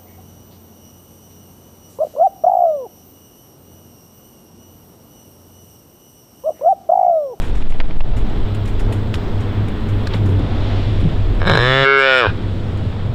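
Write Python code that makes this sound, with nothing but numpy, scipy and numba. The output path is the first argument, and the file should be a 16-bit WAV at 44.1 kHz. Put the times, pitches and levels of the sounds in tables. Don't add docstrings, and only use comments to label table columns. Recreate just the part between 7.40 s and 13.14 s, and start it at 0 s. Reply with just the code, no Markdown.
import sys
import numpy as np
from scipy import signal
from scipy.fft import rfft, irfft, next_fast_len
from scipy.io import wavfile
from scipy.ndimage import uniform_filter1d
from numba import njit

SR = 44100
rng = np.random.default_rng(int(sys.argv[2]) if len(sys.argv) > 2 else 0)


def volts(x):
    e = np.asarray(x, float) / 20
    return 10 ** e


def pcm_store(signal):
    levels = np.round(np.clip(np.atleast_2d(signal), -1, 1) * 32767)
    wavfile.write(sys.argv[1], SR, levels.astype(np.int16).T)


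N = 253134
T = np.arange(N) / SR


def columns(table):
    s, *rest = np.transpose(table)
    return [np.interp(T, s, c) for c in rest]


def unit(x):
    return x / np.sqrt(np.mean(x ** 2))


def noise():
    return rng.standard_normal(N)


def coloured(points):
    hz, db = np.transpose(points)
    size = next_fast_len(N)
    log_hz = np.log(np.fft.rfftfreq(size, 1 / SR) + 1)
    gain = volts(np.interp(log_hz, np.log(hz), db, left=-80))
    return unit(irfft(rfft(noise(), size) * gain, size)[:N])


def smooth_twice(x, size):
    return uniform_filter1d(uniform_filter1d(x, size), size)


def walk(rate):
    hold = int(SR / rate)
    return smooth_twice(np.repeat(rng.standard_normal(N // hold + 1), hold), hold)[:N]


def steady(x, span_s):
    power = np.abs(uniform_filter1d(x ** 2, int(span_s * SR)))
    return x / np.sqrt(power + 1.8e-5 * np.max(x ** 2))


def bump(s, half_s):
    return np.exp(-((T - s) / half_s) ** 2)


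def passing(x, order, hz, kind):
    return signal.sosfilt(signal.butter(order, hz, kind, fs=SR, output="sos"), x)


@njit
def svf(x, hz, width):
    y, b, l = np.empty(len(x)), 0., 0.
    for i in range(len(x)):
        g, k = np.tan(np.pi * hz[i] / SR), width[i] / hz[i]
        v = (b + g * (x[i] + 1e-18 - l)) / (1 + g * (g + k))
        b, l, y[i] = 2 * v - b, l + 2 * g * v, k * v
    return y


def band(x, hz, width):
    return svf(x, np.full(N, 1. * hz), np.full(N, 1. * width))


# time in seconds, gain in dB.
DUCK = [(4.0, -1), (4.2, -6.5), (4.42, -12.5), (4.48, -24), (4.82, -20.5), (4.89, 0.5)]


def gain_db():
    return columns(DUCK)[0]


# time in seconds, level in dB.
GUST = [(0, -12), (.11, -9.5), (.2, -4), (.5, -2.5), (.7, -5.5), (.9, -10), (1.02, -8), (1.15, -23.5),
        (1.37, -9), (1.65, -21.5), (1.8, -14.5), (2.2, -22), (2.45, -16.5), (2.9, -21), (3.1, -17),
        (3.6, -13.5), (3.95, -10), (5.0, -23.5)]
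# time in seconds, share from 0 to 1.
BUFFET = [(0, 1), (.13, 0), (.2, 1), (.68, 0), (.95, 0.8), (1.1, 0.01)]
# frequency in Hz, level in dB per Hz.
WIND_COLOUR = [(3, -32), (6, -15.5), (10, 10.5), (25, -1.5), (40, 2.5), (60, -26.5), (200, -48),
               (1000, -110)]


def wind():
    share = np.clip(columns(BUFFET)[0], 0, 1)
    shed_hz, crest_s = 10.2, .34
    shed = np.cos(2 * np.pi * shed_hz * (T - crest_s) + .2 * walk(8))
    mix = share * unit(shed) + (1 - 0.74 * share) * coloured(WIND_COLOUR)
    return volts(columns(GUST)[0] + gain_db()) * steady(mix, 0.25)


# time in seconds, level in dB.
WHINE_ON = [(.3, -20), (.9, 0), (2.98, 0), (3.03, -14)]


def whine_on_db():
    return columns(WHINE_ON)[0]


# centre in Hz, width in Hz, level in dB.
DRONE = [(99.43, 7.9, 0), (214.7, 9.2, -10), (304.4, 8, -18.5), (412, 23, -14)]
# time in seconds, peak in dB, half length in seconds.
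SURGES = [(0.762, -21.5, 0.043), (1.19, -18.5, 0.15), (1.522, -17, 0.058), (1.712, -22, 0.15),
          (2.0, -15.5, 0.056), (2.198, -15.5, 0.088), (2.54, -15, .1), (2.879, -11, 0.14),
          (3.2, -20.5, 0.11), (3.495, -15, 0.22), (3.806, -16, 0.043), (3.917, -15.5, 0.029),
          (4.026, -14.5, 0.025), (4.13, -16.5, .04), (4.892, -14, 0.018), (5.068, -19.5, 0.13),
          (5.326, -22.5, 0.093), (5.487, -21, 0.087), (5.675, -15.5, 0.051)]


def drone():
    bands = [volts(db) * unit(band(band(noise(), hz, width), hz, width)) for hz, width, db in DRONE]
    hum, upper = bands[0], sum(bands[1:])
    surge = volts(-30 + gain_db())
    surge = surge + sum(volts(db) * bump(s, half_s) for s, db, half_s in SURGES)
    upper_level = volts(-20.5 + gain_db() + 1.3 * whine_on_db())
    return surge * steady(hum, 0.079) + upper_level * upper


# time in seconds, level in dB.
BUSTLE = [(0, -2), (.6, -5), (.85, 0), (1.3, -1.5), (2.5, 0), (3.2, 1.5), (3.95, 1.5), (4.95, -1.5),
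          (5.74, -4)]
# frequency in Hz, level in dB per Hz.
YARD_COLOUR = [(30, -31.5), (50, -3), (130, -11.5), (260, -14), (430, -20), (700, -26), (1460, -33.5),
               (2700, -39.5), (3400, -36), (4400, -45.5), (5600, -52.5), (6200, -53), (7000, -57),
               (9500, -62.5), (10200, -71.5), (15800, -64.5)]
# time in seconds, dB over the yard, centre in Hz, half length in seconds.
STIRS = [
    (1.0, 3.5, 785, 0.19),
    (1.51, 6.5, 700, 0.084),
    (2.09, 3, 1480, 0.22),
    (2.746, 9.5, 2490, 0.032),
    (2.956, 5, 200, .15),
    (3.41, 6, 2860, 0.26),
    (5.462, 3.5, 3400, 0.073),
]


def yard():
    bustle_db = columns(BUSTLE)[0]
    base, out = coloured(YARD_COLOUR), 0
    treble_share, stir_octaves = 0.83, 0.9
    for hz in 60 * 2 ** np.arange(0, 8.1, .5):
        tilt = np.clip(np.log2(hz / 600) / 5.1, 0, 1)
        db = (1 - tilt + tilt * treble_share) * bustle_db
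        db = db + 2.0 * walk(7.4) + 1.44 * walk(2.03)
        for s, up_db, centre, half_s in STIRS:
            nearness = np.exp(-(np.log2(hz / centre) / stir_octaves) ** 2)
            db = db + up_db * nearness * bump(s, half_s)
        out = out + volts(db) * band(base, hz, hz * 0.46)
    return volts(-25 + gain_db()) * out


# frequency in Hz, level in dB.
WHINE = [(4000, -66), (8000, -75), (11999, -79), (14998, -71)]


def whine():
    tones = sum(volts(db + 9) * np.sin(2 * np.pi * hz * T) for hz, db in WHINE)
    return tones * volts(whine_on_db())


def hits(table, width, body, boost_db, rise_s, hold_s):
    out, n = np.zeros(N), np.arange(4096)
    for s, db, hz, t60_s in table:
        grain = rng.standard_normal(len(n))
        centre, wide = np.full(len(n), 1. * hz), np.full(len(n), width * hz)
        bright = svf(svf(grain, centre, wide), centre, wide)
        low = svf(svf(grain, centre / 3, wide / 2), centre / 3, wide / 2)
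        rise = np.minimum(n / SR / rise_s, 1)
        decay = volts(-60 * np.maximum(n / SR - hold_s, 0) / t60_s)
        burst = (bright + body * low) * rise * decay
        out[int(s * SR) + n] += burst / np.abs(burst).max() * volts(db + boost_db)
    return out


# start in seconds, peak in dB, centre in Hz, decay in seconds.
TICKS = [(0.0162, -34.5, 5450, 0.49), (0.1504, -36, 5100, 0.49), (0.2946, -34.5, 5350, 0.18),
         (0.7652, -33.5, 5540, 0.23), (0.8955, -42, 5130, 0.1), (1.1457, -32, 6860, 0.077),
         (1.2535, -36.5, 5040, 0.1), (1.275, -34.5, 5550, 0.14), (1.33, -45, 5530, 0.083),
         (1.3936, -29.5, 4900, 0.11), (1.523, -30, 6660, 0.11), (1.5574, -44, 5530, 0.25),
         (1.739, -27.5, 4860, 0.1), (1.7525, -41.5, 6900, 0.024), (2.0029, -36, 5200, 0.11),
         (2.2817, -32.5, 6560, 0.048), (2.399, -47, 5210, 0.12), (2.4864, -37.5, 5200, 0.096),
         (2.6703, -28.5, 5000, 0.034), (2.7413, -34, 5600, 0.15), (2.7894, -54, 5070, 0.1),
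         (2.8566, -35, 5200, 0.13), (2.8894, -40, 5870, 0.11), (2.919, -51, 5100, 0.055),
         (2.9918, -38.5, 5250, 0.04), (3.0994, -60, 5270, 0.1), (3.6014, -41, 6670, 0.092),
         (5.3722, -44, 5000, 0.069)]


def straw_ticks():
    return hits(TICKS, 0.97, 3.8, boost_db=7.5, rise_s=0.0016, hold_s=.004)


# start in seconds, peak in dB, centre in Hz.
KNOCKS = [(0.2211, -27, 2100), (0.3215, -24, 2350), (0.3838, -34, 2800), (0.401, -13, 2070),
          (0.4094, -22, 1500), (0.5076, -25, 2200), (0.604, -18.5, 2160), (1.74, -14.5, 2970),
          (1.752, -24, 3370), (2.6694, -16, 4300), (2.708, -30, 1710), (2.736, -19, 3160),
          (2.7421, -20, 1750)]


def wire_knocks():
    rows = [(s, db, hz, 0.015) for s, db, hz in KNOCKS]
    return passing(hits(rows, 0.62, 1.3, boost_db=1.5, rise_s=0.0013, hold_s=0.0041), 4, 5600, "low")


# start in seconds, peak in dB, centre in Hz, decay in seconds.
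THUDS = [
    (.67, -22, 132, 0.22),
    (3.625, -8, 147, 0.41),
]


def hoof_thuds():
    return hits(THUDS, 0.32, 0., boost_db=4, rise_s=0.0018, hold_s=0)


# time in seconds, pitch in Hz.
PITCH = [(4.19, 117.1), (4.244, 124.0), (4.3, 130.0), (4.388, 135.2), (4.53, 138.2), (4.7, 132.3),
         (4.786, 127.2), (4.826, 117.3), (4.87, 99.2)]
# time in seconds, pulse rate in Hz.
CREAK = [(4.017, 79.13), (4.05, 89.8), (4.062, 162.8), (4.16, 158.6), (4.18, 125.2)]
# time in seconds, period scatter from 0 to 1, throb in dB, breath in dB.
ROUGH = [(4.05, .03, 0, -20), (4.07, .2, 5, -7), (4.17, .17, 6, -8), (4.2, .004, 0, -18),
         (4.43, .002, 0, -23), (4.47, .0012, 0, -24), (4.815, .002, 0, -21), (4.86, .02, 0, -12),
         (4.88, .02, 0, -9)]


def throb(crest_s):
    return lambda t: np.cos(2 * np.pi * 51 * (t - crest_s))


def folds():
    hz = uniform_filter1d(columns(list(CREAK) + list(PITCH))[0], size=900)
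    scatter, throb_db, _ = columns(ROUGH)
    chance = rng.standard_normal((400, 2))
    pulses, times, t = np.zeros(N), [], CREAK[0][0]
    tap = np.arange(-8, 9)
    while t < PITCH[-1][0]:
        i, k = int(t * SR), len(times)
        off = tap - (t * SR - i)
        size_db = 15 * scatter[i] * chance[k, 1] + throb_db[i] * throb(4.095)(t)
        pulses[i + tap] -= volts(size_db) * np.sinc(off) * np.cos(np.pi * off / 18) ** 2
        times.append(t)
        t += np.clip(1 + scatter[i] * chance[k, 0], .5, 2) / hz[int((t + .004) * SR)]
    return pulses, np.interp(T, times, np.arange(len(times)))


JAW = [(4.16, 0.5), (4.21, 1), (4.34, 2.08), (4.435, 2), (4.457, 3), (4.58, 3), (4.68, 4), (4.8, 4),
       (4.87, 5)]


def posture(*values):
    return np.interp(columns(JAW)[0], np.arange(len(values)), values)


# time in seconds, level in dB.
EFFORT = [(4.0, -16), (4.02, -21.5), (4.045, -27), (4.066, -18.5), (4.45, -16), (4.84, -16.5),
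          (4.87, -16.5), (4.9, -21.5), (4.96, -55.5)]
# centre in Hz, width in Hz, level in dB.
SLACK = [(508, 350, -0.5), (1050, 970, 2.5), (1620, 250, -5), (2140, 350, -10), (2880, 400, -22),
         (3750, 600, -10.5), (4120, 390, -16)]
NOSE = [(453, 200, -0.5), (1140, 220, -4.5), (1710, 80, 2.5), (2280, 140, -14), (3100, 290, -17.5),
        (3500, 190, -10.5), (4050, 84, -11)]
STRAIN = [(513, 340, 1), (1380, 140, -4), (1756, 200, 0), (2060, 310, -12.5), (2760, 110, -15),
          (3425, 40, -5), (3980, 130, -16.5)]
OPEN = [(409, 59, -2.5), (1385, 259, 2), (1600, 113, 3), (2176, 93, -2.5), (2680, 76, -11),
        (3480, 240, -18.5), (3900, 400, -33)]
WIDE = [(542, 141, 0), (1440, 72, 1), (1810, 170, -3), (2386, 207, -1.5), (2900, 82, -12),
        (3400, 81, -11.5), (3770, 160, -22)]
CLOSING = [(473, 200, 0.5), (940, 260, -1), (1495, 100, 0.5), (2420, 110, -12.5), (2800, 580, -33.5),
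           (3450, 200, -31), (3900, 400, -30)]
# start and end of their return, in seconds.
UNMUFFLE_S = [4.048, 4.062]
FLAP_DB = [-12, -4.5, -7.5, -14.5, -12, -4]
SINUS_DEPTH = [0.69, .95, 0.75, 0.23, 0.26, .5]


def throat(pulses, puff):
    effort_db, breath_db, out = columns(EFFORT)[0], columns(ROUGH)[2], 0
    swell = np.roll(smooth_twice(pulses, 6), -52)
    breath = volts(breath_db - 12) * puff * band(noise(), 4000, 5000)
    source = pulses - 0.23 * swell + breath
    signs = [-1, 1, -1, -1, -1, -1, 1]
    for sign, rows in zip(signs, zip(SLACK, NOSE, STRAIN, OPEN, WIDE, CLOSING)):
        hz, width, db = (posture(*column) for column in zip(*rows))
        db = db + (hz > 2500) * np.interp(T, UNMUFFLE_S, [-9, 0])
        per_pulse = SR / np.sqrt(np.pi * width * 135)
        out = out + sign * volts(effort_db + db) * per_pulse * svf(source, hz, width)
    out = out - 6 * volts(posture(*FLAP_DB) + effort_db + 14) * np.roll(swell, 26)
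    out = out - np.clip(posture(*SINUS_DEPTH), 0, 1) * band(out, 4540, 550)
    return passing(passing(out, 2, 240, "high"), 6, 4500, "low")


# time in seconds, level in dB.
AIRY_TOP = [(4.04, -27), (4.065, 0.5), (4.455, -4), (4.48, -29), (4.53, -25), (4.6, 0.5), (4.67, -13.5),
            (4.79, 2.5), (4.85, -21.5)]
HUM_DB = [2, 5, 1, -18, -20.5, -11]
FIVE_DB = [-19.5, -21, -28, -23.5, -21, -32]


def calf():
    pulses, phase = folds()
    _, throb_db, breath_db = columns(ROUGH)
    effort_db, airy_db = columns(EFFORT)[0], columns(AIRY_TOP)[0]
    voiced = (T > CREAK[0][0]) & (T < PITCH[-1][0])
    puff = np.where(voiced, np.exp(-(phase % 1) / .7), .6)
    puff = puff * volts(throb_db * throb(4.097)(T))
    out = throat(pulses, puff)
    five = steady(band(band(out, 5340, 500), 5300, 700), 0.064)
    five = five * volts(posture(*FIVE_DB) + .4 * airy_db)
    edge = pulses + volts(breath_db - 4) * puff * noise()
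    air = band(edge, 6750, 600) - band(edge, 8100, 900)
    air = air + 0.24 * band(edge, 11200, 1200) - .15 * band(edge, 13800, 3000)
    air = volts(-29.5 + airy_db) * steady(passing(air, 4, 6500, "high"), .05)
    hum = np.sin(2 * np.pi * (phase + .4))
    hum = hum * uniform_filter1d(1. * voiced, size=400) * volts(posture(*HUM_DB))
    call = out + volts(effort_db) * (hum + five + air)
    n = np.arange(int(.15 * SR))
    smear = rng.standard_normal(len(n)) * volts(-60 * n / SR / .22) * (n > .004 * SR)
    sounding = (T > 4.0) & (T < 4.96)
    return call * sounding + volts(-46) * signal.fftconvolve(out * sounding, smear)[:N]


def scene():
    air = wind() + drone() + yard() + whine() + straw_ticks() + hoof_thuds()
    return (0.8 * np.tanh(air / 0.96) + wire_knocks() + calf())[None]


def top_cut(x):
    return signal.sosfilt(signal.butter(12, 15830, fs=SR, output="sos"), x)


def record(dry):
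    housed = dry - .9 * band(dry[0], 6150, 500)
    limited = np.clip(1.617 * np.tanh(housed / 1.785), -1, 1)
    return top_cut(limited)


dry = scene()
out = record(dry)
pcm_store(out)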